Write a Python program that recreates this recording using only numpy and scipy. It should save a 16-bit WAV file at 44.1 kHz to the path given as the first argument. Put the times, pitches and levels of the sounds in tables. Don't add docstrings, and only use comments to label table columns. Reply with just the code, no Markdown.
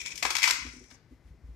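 import sys
import numpy as np
from scipy import signal
from scipy.fft import rfft, irfft, next_fast_len
from scipy.io import wavfile

SR = 44100
rng = np.random.default_rng(int(sys.argv[2]) if len(sys.argv) > 2 else 0)


def pcm_store(signal):
    levels = np.round(np.clip(np.atleast_2d(signal), -1, 1) * 32767)
    wavfile.write(sys.argv[1], SR, levels.astype(np.int16).T)


N = 68355
T = np.arange(N) / SR
BAND_EDGES_HZ = np.geomspace(22, 17000, 30)
BAND_CENTRES_HZ = np.sqrt(BAND_EDGES_HZ[1:] * BAND_EDGES_HZ[:-1])
LEFT_DB, COHERENCE = 5, 0.32

# frequency in Hz, relative spectral density in dB.
BACKGROUND_SPECTRUM = [(25, -10.5), (55, -2.5), (120, -3.5), (200, -10), (400, -15), (800, -22.5),
                       (1500, -26.5), (2100, -25), (3000, -36), (5500, -36), (9000, -47.5), (14000, -48.5)]
# frequency in Hz, level in dB.
HUM_TONES = [(124, -70.5), (2030, -85.5)]
# time in seconds, level in dB.
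DRAG_ENVELOPE = [(0, -40), (.02, -43), (.045, -48.5), (.07, -37), (.095, -48), (.12, -41), (.15, -53),
                 (.2, -50), (.26, -80), (.5, -100)]
SLIDE_ENVELOPE = [(.45, -100), (.55, -44), (.66, -53), (.8, -59), (.88, -66), (.95, -59.5), (.99, -91),
                  (1.02, -110)]
# frequency in Hz, nominal width in Hz, relative level in dB.
DRAG_RESONANCES = [(1992, 80, -10), (2290, 94, -2), (2482, 140, -3.5), (3440, 443, -7.5), (5360, 150, -5),
                   (5660, 110, -10.5), (5975, 78, -8.5), (6570, 250, -6.5), (7510, 1100, -9.5)]
SLIDE_RESONANCES = [(2060, 340, -8.5), (5320, 230, -4), (5930, 160, 0), (6150, 990, -2.5), (7330, 2100, -5)]
# time in seconds, level in dB.
RUSTLE_ENVELOPE = [(0, -57.5), (.14, -56.5), (.21, -60.5), (.6, -67), (1.0, -101), (1.06, -93), (1.12, -72),
                   (1.2, -84), (1.28, -71), (1.39, -88), (1.47, -74), (1.55, -76)]
# frequency in Hz, relative spectral density in dB.
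RUSTLE_SPECTRUM = [(100, 3.5), (400, 4), (700, -4.5), (1400, 0.5), (2200, 0), (4500, -6), (6000, -5.5),
                   (9000, -11.5), (14000, -14.5)]
# start in seconds, bench level in dB, tray floor level in dB.
PUSHES = [(.003, -61, -68), (.125, -56, -62), (0.234, -52.5, -60), (0.332, -59.5, -55), (0.418, -62.5, -52),
          (0.511, -53, -59), (0.574, -64, -53), (.605, -49.5, -60), (.64, -48, -48), (0.664, -45.5, -54),
          (.725, -61, -51.5), (.757, -60, -51.5), (.801, -53.5, -53), (0.909, -57, -59),
          (0.969, -65.5, -79), (1.104, -52, -51), (1.24, -50, -66), (1.294, -46.5, -67), (1.33, -56.5, -66),
          (1.43, -43.5, -67.5), (1.479, -44, -62.5)]
# frequency in Hz, relative level in dB, time to decay by 60 dB (t60) in seconds.
BENCH_TOP_MODES = [(57, 0.5, .22), (84, -13.5, .15), (150, -13.5, 0.15)]
TRAY_FLOOR_MODES = [(256.8, -4.5, 0.14), (304, -6.5, .1), (372, -11.5, 0.1), (477, -19, .08)]
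TRAY_CLEAR_MODES = [(942, -21, 0.069), (1041.4, -24, .1), (1870, -21, .08), (2040.5, -11, 0.044),
                    (2147, -11, 0.02), (2285, -6.5, 0.031), (2526, -15, 0.069), (3365, -18, .09),
                    (4316, -21.5, 0.078), (5430, -23.5, .1), (5640, -24, .1), (6034, -25.5, 0.15),
                    (6700, -21, 0.067), (7350, -22.5, .08)]
STEEL_PART_MODES = [(3355, -6.5, .025), (5450, 0, 0.028), (7430, -10.5, 0.025), (9700, -23, 0.045),
                    (12900, -20.5, .025)]
# start in seconds, level in dB, relative gains of bass, body, treble
# and clear modes in dB, rise time in seconds, t60 of the dense modes in seconds.
IMPACTS = [ (.007, -47.5, -12, -3.5, 5, -10, 0.009, .06), (.0595, -35.5, -8.5, -11, 3, -1, .0015, 0.034),
           (.1062, -50.5, -0.5, -5, 5, 1, .002, .06), (.155, -49, -3, -5, 14, -6.5, 0.002, .06),
           (0.1745, -41.5, -8, -29, 9, -7.5, .004, 0.043), (0.2233, -26.5, 10, 7, 1, 1, .006, 0.062),
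           (0.2482, -24.5, 12.5, 12.5, -3, -3, 0.0048, .045), (0.263, -31, 4, 0.5, 2.5, 0.5, .002, 0.027),
           (0.3025, -27, 4.5, 5.5, 1.5, -4, .003, 0.073), (0.3506, -27, -3.5, 2.5, 2.5, 4, .003, .05),
           (0.3652, -27.5, -3, -1.5, 4, 0.5, .002, .04), (.383, -29, -2, -2, 1, -10, .003, .05),
           (0.419, -31.5, -5, -3.5, 0.5, 2.5, .002, .05), (0.4274, -22, -10, -9, 1, 3.5, .004, 0.066),
           (0.4373, -20.5, -11.5, -1, 0, 4, 0.0039, .045), (.4545, -23.5, -6.5, 3, -1, -6, .004, .024),
           (0.4734, -21, -6, 6.5, 0, -9.5, 0.0045, 0.044), (.485, -25, -3.5, -4, -2, -7.5, .004, .06),
           (.498, -27.5, -5.5, 2.5, 0, -1, .002, .05), (0.5074, -19, 1.5, -8, -1, -7.5, .0025, .026),
           (.637, -49, -10, -8, -6, -2, .006, .05), (.664, -37.5, 2, -1.5, -13, -3, .003, .04),
           (.839, -53.5, 10.5, -4, -6, -9, .002, .03), (.900, -57.5, 6, 7, 3, -7, .005, .06),
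           (.909, -48.5, 8, -2, -7.5, -21.5, .005, .05), (0.945, -69.5, -9, 19.5, -3, -1, .003, .04)]
# frequency in Hz, relative spectral density in dB.
TRAY_SPECTRUM = [(150, -38.5), (300, -9.5), (600, -10.5), (950, 0), (1400, -2), (2100, 2), (3000, 0),
                 (4200, -1), (5600, 2), (7200, -5.5), (9500, -14), (13500, -16.5), (16000, -29)]
# frequency in Hz, leftward bias in dB.
TRAY_BIAS = [(300, 2.5), (1200, 3.5), (2400, 5.5), (5500, 4.5), (13000, 4)]
# frequency in Hz, t60 in seconds.
REVERB_TIMES = [(250, 0.06), (1000, 0.49), (2000, 0.51), (5500, 0.48), (9000, 0.22), (14000, 0.24)]
# frequency in Hz, level in dB relative to the sound that drives it.
REVERB_LEVELS = [(250, -6.5), (700, -12), (1300, -2), (2200, -4.5), (5500, -6), (9000, -5.5), (14000, -5.5)]


def from_db(db):
    return 10 ** (np.asarray(db) / 20)


def at_hz(points, hz):
    frequencies, values = np.transpose(points)
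    return np.interp(np.log(hz), np.log(frequencies), values)


def pan(left_db):
    return from_db([[left_db], [-left_db]])


def add(out, start_s, sound):
    i = int(np.clip(start_s * SR, 0, N - 1))
    out[:, i:i + sound.shape[1]] += sound[:, :N - i]


def stereo_white(coherence, size):
    mid, side = rng.standard_normal((2, 1, size))
    return (np.sqrt(1 + coherence) * mid + np.sqrt(1 - coherence) * side * [[1], [-1]]) / np.sqrt(2)


def steady_noise(spectrum, coherence):
    size = next_fast_len(N, True)
    gain = from_db(at_hz(spectrum, 1 + np.fft.rfftfreq(size, 1 / SR)))
    noise = irfft(rfft(stereo_white(coherence, size)) * gain, size)[:, :N]
    return noise / noise.std()


def noise_bands(coherence, size):
    white = [stereo_white(coherence, size), stereo_white(coherence, size)]
    filters = [signal.butter(2, BAND_EDGES_HZ[k:k + 2], "band", fs=SR, output="sos")
               for k in range(len(BAND_CENTRES_HZ))]
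    return np.array([signal.sosfilt(sos, white[k % 2]) for k, sos in enumerate(filters)])


def coloured_bands(spectrum, coherence, size):
    gain = from_db(at_hz(spectrum, BAND_CENTRES_HZ))
    power = np.sum(gain ** 2 * np.diff(BAND_EDGES_HZ)) / (SR / 2)
    return gain[:, None, None] / np.sqrt(power) * noise_bands(coherence, size)


def struck(t, attack_s, t60):
    rise = np.sin(np.pi / 2 * np.minimum(t / attack_s, 1)) ** 2
    return rise * np.exp(-np.log(1000) * np.maximum(t - attack_s, 0) / t60)


def ring(modes, attack_s, coherence, scatter_db=3):
    duration_s = attack_s + max(t60 for _, _, t60 in modes)
    t, out = T[:int(duration_s * SR)], 0
    for hz, db, t60 in modes:
        phase = rng.uniform(0, 2 * np.pi)
        offset = np.arccos(coherence) * rng.choice([-1, 1]) * np.array([[0], [1]])
        envelope = from_db(db + scatter_db * rng.normal()) * struck(t, attack_s, t60)
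        out = out + envelope * np.sin(2 * np.pi * hz * t + phase + offset)
    return np.sqrt(2) * out


def background(noise_db=-63):
    hum = sum(from_db(db) * np.sqrt(2) * np.sin(2 * np.pi * hz * T + rng.uniform(0, 2 * np.pi))
              for hz, db in HUM_TONES)
    noise = from_db(noise_db) * steady_noise(BACKGROUND_SPECTRUM, coherence=1.0)
    return (noise + hum) * pan(left_db=4)


def rub(envelope, resonances, catches_per_s, rough_db):
    catches = np.interp(T * catches_per_s, np.arange(N), rng.standard_normal(N))
    friction = rng.standard_normal((2, N)) * from_db(rough_db * catches)
    out = 0
    for k, (hz, width_hz, db) in enumerate(resonances):
        b, a = signal.iirpeak(hz, hz / (2 * width_hz), fs=SR)
        band = signal.lfilter(b, a, signal.lfilter(b, a, friction))
        out = out + (-1) ** k * from_db(db) * band / band.std()
    gain = from_db(np.interp(T, *np.transpose(envelope)))
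    return gain * out / out.std() * pan(LEFT_DB)


def rustle():
    gain = from_db(np.interp(T, *np.transpose(RUSTLE_ENVELOPE)))
    return gain * steady_noise(RUSTLE_SPECTRUM, COHERENCE) * pan(left_db=3.5)


def bumps(attack_s=0.017):
    out = np.zeros((2, N))
    for start_s, bench_db, floor_db in PUSHES:
        bench = ring(BENCH_TOP_MODES, attack_s, coherence=0.96)
        floor = ring(TRAY_FLOOR_MODES, attack_s, coherence=0.92)
        add(out, start_s, from_db(bench_db) * bench * pan(left_db=1))
        add(out, start_s, from_db(floor_db) * floor * pan(left_db=2.06))
    return out


def clanks(bass_hz=500, body_hz=950, neutral_hz=2000, treble_hz=7000):
    out, t = np.zeros((2, N)), T[:SR // 10]
    band_pans = np.array([pan(db) for db in at_hz(TRAY_BIAS, BAND_CENTRES_HZ)])
    bands = coloured_bands(TRAY_SPECTRUM, COHERENCE, size=SR // 2) * band_pans
    for start_s, db, bass_db, body_db, treble_db, clear_db, attack_s, t60 in IMPACTS:
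        timbre = [(bass_hz, bass_db), (body_hz, body_db), (neutral_hz, 0), (treble_hz, treble_db)]
        band_gains = from_db(at_hz(timbre, BAND_CENTRES_HZ))
        i = rng.integers(SR // 2 - len(t))
        dense = np.tensordot(band_gains, bands[:, :, i:i + len(t)], 1) * struck(t, attack_s, t60)
        clear = ring(TRAY_CLEAR_MODES, attack_s, COHERENCE) * pan(LEFT_DB)
        add(out, start_s, from_db(db) * dense)
        add(out, start_s, from_db(db + clear_db) * clear)
    return out


def workshop(direct, onset_s=0.017, crossfeed=0.15):
    tails = noise_bands(coherence=0.13, size=2 * SR // 3)
    t, response = T[:tails.shape[2]], 0
    for hz, t60, tail in zip(BAND_CENTRES_HZ, at_hz(REVERB_TIMES, BAND_CENTRES_HZ), tails):
        energy_scale = np.sqrt(2 * np.log(1000) / (t60 * SR))
        gain = from_db(at_hz(REVERB_LEVELS, hz)) * energy_scale
        response = response + gain * struck(t, onset_s, t60) * tail
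    return signal.fftconvolve(direct + crossfeed * direct[::-1], response, axes=1)[:, :N]


def chink(start_s=0.508, level_db=-20.5, attack_s=0.0022):
    out = np.zeros((2, N))
    ringing = ring(STEEL_PART_MODES, attack_s, COHERENCE)
    add(out, start_s, from_db(level_db) * ringing * pan(left_db=4))
    return out


def scene():
    tray, part = clanks(), chink()
    drag = rub(DRAG_ENVELOPE, DRAG_RESONANCES, catches_per_s=230, rough_db=2.5)
    slide = rub(SLIDE_ENVELOPE, SLIDE_RESONANCES, catches_per_s=390, rough_db=2)
    reverberation = workshop(tray + from_db(-10.5) * part)
    return tray + part + reverberation + drag + slide + rustle() + bumps() + background()


def record(dry, low_cut_hz=36, high_cut_hz=14600):
    high_pass = signal.butter(2, low_cut_hz, "high", fs=SR, output="sos")
    low_pass = signal.ellip(10, .3, 80, high_cut_hz, fs=SR, output="sos")
    return signal.sosfilt(low_pass, signal.sosfilt(high_pass, dry))


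dry = scene()
out = record(dry)
pcm_store(out)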